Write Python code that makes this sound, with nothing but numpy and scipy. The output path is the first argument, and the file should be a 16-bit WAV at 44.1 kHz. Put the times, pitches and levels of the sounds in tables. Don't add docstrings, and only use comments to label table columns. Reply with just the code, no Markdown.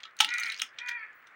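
import sys
import numpy as np
from scipy import signal
from scipy.fft import rfft, irfft
from scipy.io import wavfile
from scipy.ndimage import uniform_filter1d

SR = 44100
rng = np.random.default_rng(int(sys.argv[2]) if len(sys.argv) > 2 else 0)


def file_out(sig):
    cols = np.atleast_2d(sig).T
    lim = np.clip(cols, -1, 1)
    pcm = np.round(lim * 32767).astype(np.int16)
    wavfile.write(sys.argv[1], SR, pcm)


def gain_from_db(level_db):
    decades = np.asarray(level_db, float) / 20
    return 10 ** decades


N = 59535
T = np.arange(N) / SR


def level(x, db):
    return x * gain_from_db(db) / np.sqrt(np.mean(x ** 2))


def unit(x):
    return x / np.sqrt(np.sum(x ** 2))


def follow(table):
    start_s, level_db = np.array(table).T
    return gain_from_db(np.interp(T, start_s, level_db))


def colour(x, table):
    hz, db = np.array(table, float).T
    bins_hz = np.arange(513) * SR / 1024
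    log_gain = np.interp(np.log(bins_hz + 1), np.log(hz), db) * np.log(10) / 20
    cepstrum = irfft(log_gain)
    cepstrum[1:512] *= 2
    cepstrum[513:] = 0
    return signal.fftconvolve(x, irfft(np.exp(rfft(cepstrum))))[:len(x)]


def ring(hz, t60, size=4096):
    t = np.arange(size) / SR
    return np.sin(2 * np.pi * hz * t) * np.exp(-np.log(1000) * t / t60)


def walk(rate_hz):
    hold = int(SR / rate_hz)
    steps = np.repeat(rng.standard_normal(N // 32), hold)[:N]
    smooth = uniform_filter1d(uniform_filter1d(steps, hold), hold)
    return smooth / smooth.std()


# pitch_hz, level_db (per Hz)
CRACK_TONE = [(750, -53.5), (1300, -1.5), (2900, 6.5), (6800, -11.5), (9300, -19.5), (12500, -40),
              (15500, -16.5), (16200, -28)]
# pitch_hz, level_db, t60_s
GLINTS = [(9294, -1, 0.014), (8500, -2.5, 0.013), (10520, -7, 0.0028), (15300, -3, .006)]


def snap(pitch_hz, treble_db, length_ms):
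    size = 3072
    fractures_per_ms, fracture_db, first_db = 4.6, 4.5, 10.5
    crumble_db, crumble_s, rise_s = -24, .012, .0005
    shard_t60_s, shard_spread, shard_db = .009, .2, 3
    glint_db, glint_spread_db = 0, 5
    t = np.arange(size) / SR
    low, top = (signal.butter(6, 7500, kind, fs=SR, output="sos") for kind in ("low", "high"))
    where = rng.random(size)
    strength = rng.exponential(size=size)
    sign = rng.standard_normal(size)
    spread = rng.standard_normal(2 + len(GLINTS))

    fade = np.exp(-(t * 1200 / max(length_ms, .5)) ** 1.4) + gain_from_db(crumble_db) * np.exp(-t / crumble_s)
    hit = where < fractures_per_ms * 1000 / SR
    force = hit * np.sign(sign) * gain_from_db(fracture_db * np.minimum(strength, 3)) * fade
    force[0] = gain_from_db(first_db)
    broad = signal.sosfilt(low, colour(np.append(force, np.zeros(1024)), CRACK_TONE))

    dust = sign * gain_from_db(fracture_db * np.minimum(strength, 2)) * np.sqrt(fade) * fade ** .2
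    dust = dust * np.minimum(t / rise_s, 1)
    glints = 0
    for (hz, db, t60), u in zip(GLINTS, spread[2:]):
        glints = glints + gain_from_db(db + glint_spread_db * u) * ring(hz * (1 + .02 * u), t60, size=1025)
    hiss = signal.sosfilt(top, colour(np.append(dust, np.zeros(1024)), CRACK_TONE))
    bright = signal.sosfilt(top, signal.fftconvolve(force, glints))
    treble = unit(hiss) + gain_from_db(glint_db) * unit(bright)

    modes = ring(pitch_hz, shard_t60_s, size=1025)
    weaker = .35 * gain_from_db(min(treble_db, 0) * .6)
    for u in spread[:2]:
        upper_hz = min(pitch_hz * 1.35 * np.exp(shard_spread * u), 6400 + 300 * u)
        modes = modes - weaker * ring(upper_hz, shard_t60_s * .7, size=1025)
    shard = np.gradient(signal.fftconvolve(force, modes))
    shard = signal.lfilter(*signal.butter(4, max(7500, 1.2 * pitch_hz), fs=SR), shard)
    body = unit(unit(broad) + gain_from_db(shard_db) * unit(shard))
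    return body + gain_from_db(treble_db - 16) * unit(treble)


# start_s, peak_db, shard pitch_hz, treble_db, burst length_ms
SNAPS = [(.0034, -40, 2520, -12, 5.4), (0.0331, -29, 3260, -17, 2.5), (0.0537, -34, 3590, -12.5, 3),
         (0.167, -44.5, 3800, 13.5, 3.4), (0.1895, -26, 3830, 0, 3.2), (0.2459, -9, 2910, -1, 2.45),
         (0.2895, -21, 3800, -23, 2.4), (0.339, -24, 3940, -1, 2.7), (0.3831, -21.5, 3850, 1.5, 3),
         (.397, -27.5, 6300, 10.5, 7.5), (0.4254, -36, 4140, 2, 6.1), (0.4342, -19, 4000, -1, 3),
         (0.466, -24, 4050, -1, 1.72), (.481, -39.5, 9240, 9, 4.6), (0.4999, -19.5, 3850, -8, 2.6),
         (.520, -22, 3000, 4.5, 1.8), (0.544, -20, 4270, -11, 0.82), (.595, -24.5, 3800, -3, 3.6),
         (0.618, -12, 4990, 6, 1.5), (0.7863, -26, 3170, -36, 7.1), (0.861, -44, 3240, 0, 5),
         (0.8848, -26, 3150, -7, 7.2), (1.27, -48.5, 3490, 1.5, 8.7),
         (0.038, -24, 3300, -28, 1.6), (0.201, -32.5, 3880, -15, 2.7), (0.22, -43.5, 3000, -16, 7),
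         (0.239, -20, 4050, -21.5, 1.7), (0.252, -35, 3460, -14, 1.4), (0.38, -34, 9160, -3, 1.97),
         (0.523, -26, 3880, -12.5, 5.3), (0.564, -32, 4800, -3, 1.8), (0.576, -32, 4760, -5, 3),
         (0.586, -33, 5360, -12, 2.6), (0.457, -32.5, 5300, 6, 4.9), (0.5992, -19.5, 3040, -2, 2.6),
         (0.62, -13, 2850, 1, 3), (.634, -48, 3760, 1, 3), (0.6903, -42.5, 4930, -13, 1.3),
         (0.9157, -42, 3300, -25, 8.6), (0.995, -54, 4500, -17, 4)]
CHIPS = [(.11, -55, 4200, 2, 2), (.1275, -63, 4000, -4, 2), (.194, -55, 7000, 20, 6),
         (.2885, -31.5, 6500, -18, 4), (.304, -31, 5300, -12, 4), (.338, -29.5, 6400, 7, 4),
         (.339, -36.5, 8500, 8, 5), (.358, -52, 6400, 2, 4), (.384, -40, 6300, -8.5, 4),
         (.437, -32, 6100, 0, 6), (.449, -37, 4730, 1, 3), (.4735, -35, 4960, 4, 2),
         (.489, -40, 4250, 5, 3), (0.51, -42, 5370, 0, 2.4), (0.534, -41, 4900, 5, 2.6),
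         (0.553, -45, 4550, -10, 2), (0.5897, -37, 5000, 9, 2.2), (.545, -49, 6100, -3, 8),
         (.7865, -34.5, 5700, -22, 5), (.788, -46, 7800, -29, 3), (.797, -46, 5600, -31, 6),
         (.874, -41.5, 6400, -11, 5), (.887, -34.5, 6100, 9.5, 9), (.918, -56, 6300, -11, 5),
         (1.13, -59.5, 6900, -16, 3)]
BREAK = [
    (0.2035, -4, 2840, 1, 2.6),
    (0.2068, -3, 2890, 4, 2.73),
    (0.2051, -11.5, 5530, 2.5, 3.8),
    (.2095, -13.5, 3750, 0, 3.5),
    (0.2157, -21.5, 4300, -0.5, 3),
    (0.228, -29, 3400, -5.5, 1.9),
]


def snaps():
    out = np.zeros(N + 8192)
    for start_s, peak_db, pitch_hz, treble_db, length_ms in SNAPS + CHIPS + BREAK:
        one = snap(pitch_hz, treble_db, length_ms)
        i = int(start_s * SR)
        out[i:i + len(one)] += gain_from_db(peak_db) * np.sqrt(length_ms * SR / 12000) * one
    return out[:N]


# start_s, crackle level_db
PRESS = [(0, -65), (.05, -67), (.12, -90), (.18, -69), (.21, -28), (.27, -49), (.4, -51), (.53, -48),
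         (.58, -68), (.63, -48.5), (.72, -79.5), (.77, -68.5), (.8, -51.5), (.85, -89), (.9, -42),
         (.95, -80.5), (1.35, -74)]


def crumbs():
    crumbs_per_s, crumb_db, crumb_cycles, patchy_db = 270, 3, 11, 2
    out = 0
    for hz in 1500 * 2 ** np.arange(0, 3.5, .25):
        hit = rng.random(N) < crumbs_per_s / SR
        sign = np.sign(rng.standard_normal(N))
        force = hit * sign * gain_from_db(crumb_db * np.minimum(rng.exponential(size=N), 4))
        grain = np.gradient(ring(hz, crumb_cycles * 2 / hz, size=512))
        crackle = level(signal.fftconvolve(force, grain)[:N], 0)
        out = out + np.sqrt(hz) * crackle * gain_from_db(patchy_db * np.clip(walk(50), -2, 1.5))
    out = out * gain_from_db(1.4 * np.clip(walk(110), -2, 1.5))
    return level(colour(out, CRACK_TONE), 0) * follow(PRESS)


# pitch_hz, level_db, t60_s
PLATE_NOTES = [(1310.6, 1, 0.07), (1943, -20, 0.06), (2944, -2, 0.04), (3300, -6, .035),
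               (3720, -9.5, 0.045), (3830, -12, 0.06), (5200, -19.5, .05), (6013, -20.5, 0.05)]
# start_s, level_db
KNOCKS = [
    (0.0529, -42),
    (0.2044, -21.5),
    (0.247, -41),
    (0.386, -38),
    (0.618, -37),
]
# start_s, level_db, pitch_hz, t60_s
BELL = [
    (.2015, -19, 848, 0.065),
    (.226, -28, 863, 0.087),
    (.252, -41.5, 882, 0.11),
    (.272, -47, 918, 0.23),
    (.385, -52, 892, 0.1),
    (.44, -54.5, 900, 0.11),
    (.619, -50.5, 857, 0.062),
]


def plate():
    size, knock_rise_s, bell_rise_s = 8192, .0005, .004
    t = T[:size]
    out = np.zeros(N + size)
    for start_s, knock_db in KNOCKS:
        i = int(start_s * SR)
        notes = sum(gain_from_db(knock_db + db) * ring(hz, t60, size=size) for hz, db, t60 in PLATE_NOTES)
        out[i:i + size] += notes * np.minimum(t / knock_rise_s, 1)
    for start_s, level_db, pitch_hz, t60_s in BELL:
        i = int(start_s * SR)
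        rise = np.sin(np.pi / 2 * np.minimum(t / bell_rise_s, 1)) ** 2
        out[i:i + size] += gain_from_db(level_db) * ring(pitch_hz, t60_s, size=size) * rise
    return signal.sosfilt(signal.butter(6, 720, "high", fs=SR, output="sos"), out[:N])


# start_s, level_db, pitch_hz, length_s
BUMPS = [
    (0.209, -63.5, 60, 0.025),
    (0.203, -58.5, 137, 0.026),
    (0.202, -62.5, 233, 0.039),
    (.205, -57.5, 324, 0.032),
    (.237, -59.5, 337, 0.031),
    (.238, -60, 198, 0.042),
    (0.253, -58.5, 294.6, 0.054),
    (0.429, -65.5, 254, 0.052),
    (0.593, -77.5, 68.7, 0.052),
    (0.614, -67, 256.4, 0.049),
]


def bumps():
    out = 0
    for start_s, level_db, pitch_hz, length_s in BUMPS:
        swell = np.sin(np.pi * np.clip((T - start_s) / length_s, 0, 1))
        out = out + gain_from_db(level_db) * np.sin(2 * np.pi * pitch_hz * (T - start_s)) * swell
    return gain_from_db(1.1 * walk(90)) * out


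def resonances(peaks):
    hz = np.geomspace(300, 8000, 200)
    gain = sum(gain_from_db(db) / (1 + (2 * (hz - f) / width) ** 2) ** 1.7 for f, width, db in peaks)
    return np.c_[hz, 20 * np.log10(gain)]


def caw(table, throat, half_db):
    jitter, jitter_hz, breath_db = 0.026, 90, 4
    rasp_db, rasp_hz = 8, 220
    start_s, pitch_hz, level_db, hoarse = np.array(table).T
    hoarse = np.clip(np.interp(T, start_s, hoarse), .42, 1)
    pitch = np.interp(T, start_s, pitch_hz) * (1 + jitter * hoarse * walk(jitter_hz))
    phase = 2 * np.pi * np.cumsum(pitch) / SR
    pulses = 0
    for k in range(1, 13):
        pulses = pulses + np.cos(k * phase) + gain_from_db(half_db) * hoarse * np.cos((k + .5) * phase)
    voice = pulses * gain_from_db(rasp_db * hoarse * np.clip(walk(rasp_hz), -2, 1.2))
    air = level(rng.standard_normal(N), breath_db) * hoarse
    sound = level(colour(level(voice, 0) + air, resonances(throat)), 0)
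    sounding = (T > start_s[0]) * (T < start_s[-1])
    return sound * gain_from_db(np.interp(T, start_s, level_db)) * sounding


# start_s, pitch_hz, level_db, hoarseness (0-1)
FIRST_CAW = [
    (.27, 471.2, -45, 0.52),
    (.3, 483.7, -36, 0.51),
    (.345, 490.4, -31, 0.6),
    (.395, 482.4, -34.5, 0.61),
    (.43, 465.5, -37, 0.81),
    (.5, 445.6, -38, 0.65),
    (.54, 429, -45.5, 1),
    (.57, 413, -74.5, 0.75),
]
SECOND_CAW = [
    (.785, 459, -47, 0.53),
    (.818, 482.8, -38.5, 0.43),
    (.855, 496.4, -38, 0.33),
    (.895, 492.6, -35.5, 0.88),
    (.944, 486, -39.5, 0.34),
    (.985, 455, -42.5, 0.32),
    (1.014, 437, -35, 0.2),
    (1.07, 425.4, -48, 0.87),
    (1.11, 414.4, -61.5, 1),
]
# pitch_hz, width_hz, level_db
FIRST_THROAT = [(900, 41, -25), (1421, 230, 1.5), (1972, 435, 6.5), (2232, 270, 3), (2415, 215, 1.5)]
SECOND_THROAT = [(970, 92, -7), (1415, 300, -5), (1873, 650, 8.5), (2370, 310, 8), (3270, 160, -8),
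                 (3800, 97, -17.5), (4483, 190, -15)]


def crow():
    return caw(FIRST_CAW, FIRST_THROAT, half_db=0) + caw(SECOND_CAW, SECOND_THROAT, half_db=-12)


def tail(x, t60, dull_hz):
    t = T[:N // 2]
    fade = np.exp(-np.log(1000) * t / t60)
    noise = rng.standard_normal(N // 2) * fade * np.minimum(t / 0.016, 1)
    low = signal.lfilter(*signal.butter(1, dull_hz, fs=SR), noise)
    echo = low + (noise - low) * fade
    return signal.fftconvolve(x, unit(echo))[:N]


# pitch_hz, level_db (per Hz)
HUM_TONE = [(30, -41), (95, -22.5), (900, -12.5), (1300, -3.5), (1900, 0), (4400, -38.5), (8000, -41.5),
            (16500, -52.5)]
# start_s, level_db
WHINE = [(0, -90), (.16, -88.5), (.7, -92), (.775, -84), (.8, -86), (1.12, -94.5), (1.16, -71), (1.26, -82),
         (1.35, -91)]


def hum():
    whine_hz, width_hz, hum_db = 15650, 140, -56
    edges = [whine_hz - width_hz / 2, whine_hz + width_hz / 2]
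    band = signal.butter(3, edges, "band", fs=SR, output="sos")
    whine = level(signal.sosfilt(band, rng.standard_normal(N)), 0) * follow(WHINE)
    street = level(colour(rng.standard_normal(N), HUM_TONE), hum_db) * gain_from_db(walk(11))
    return street + whine


def scene():
    near = snaps() + crumbs() + plate()
    far = crow()
    room = gain_from_db(-12.5) * tail(near, t60=0.15, dull_hz=3000)
    yard = gain_from_db(-9) * tail(far, t60=.28, dull_hz=4500)
    return (near + far + room + yard + bumps() + hum())[None]


def top_cut(x):
    return signal.sosfilt(signal.butter(12, 17140, fs=SR, output="sos"), x)


def record(dry):
    low_pass = signal.ellip(8, .2, 60, 16000, fs=SR, output="sos")
    mix = signal.sosfilt(low_pass, dry)
    return top_cut(mix)


dry = scene()
out = record(dry)
file_out(out)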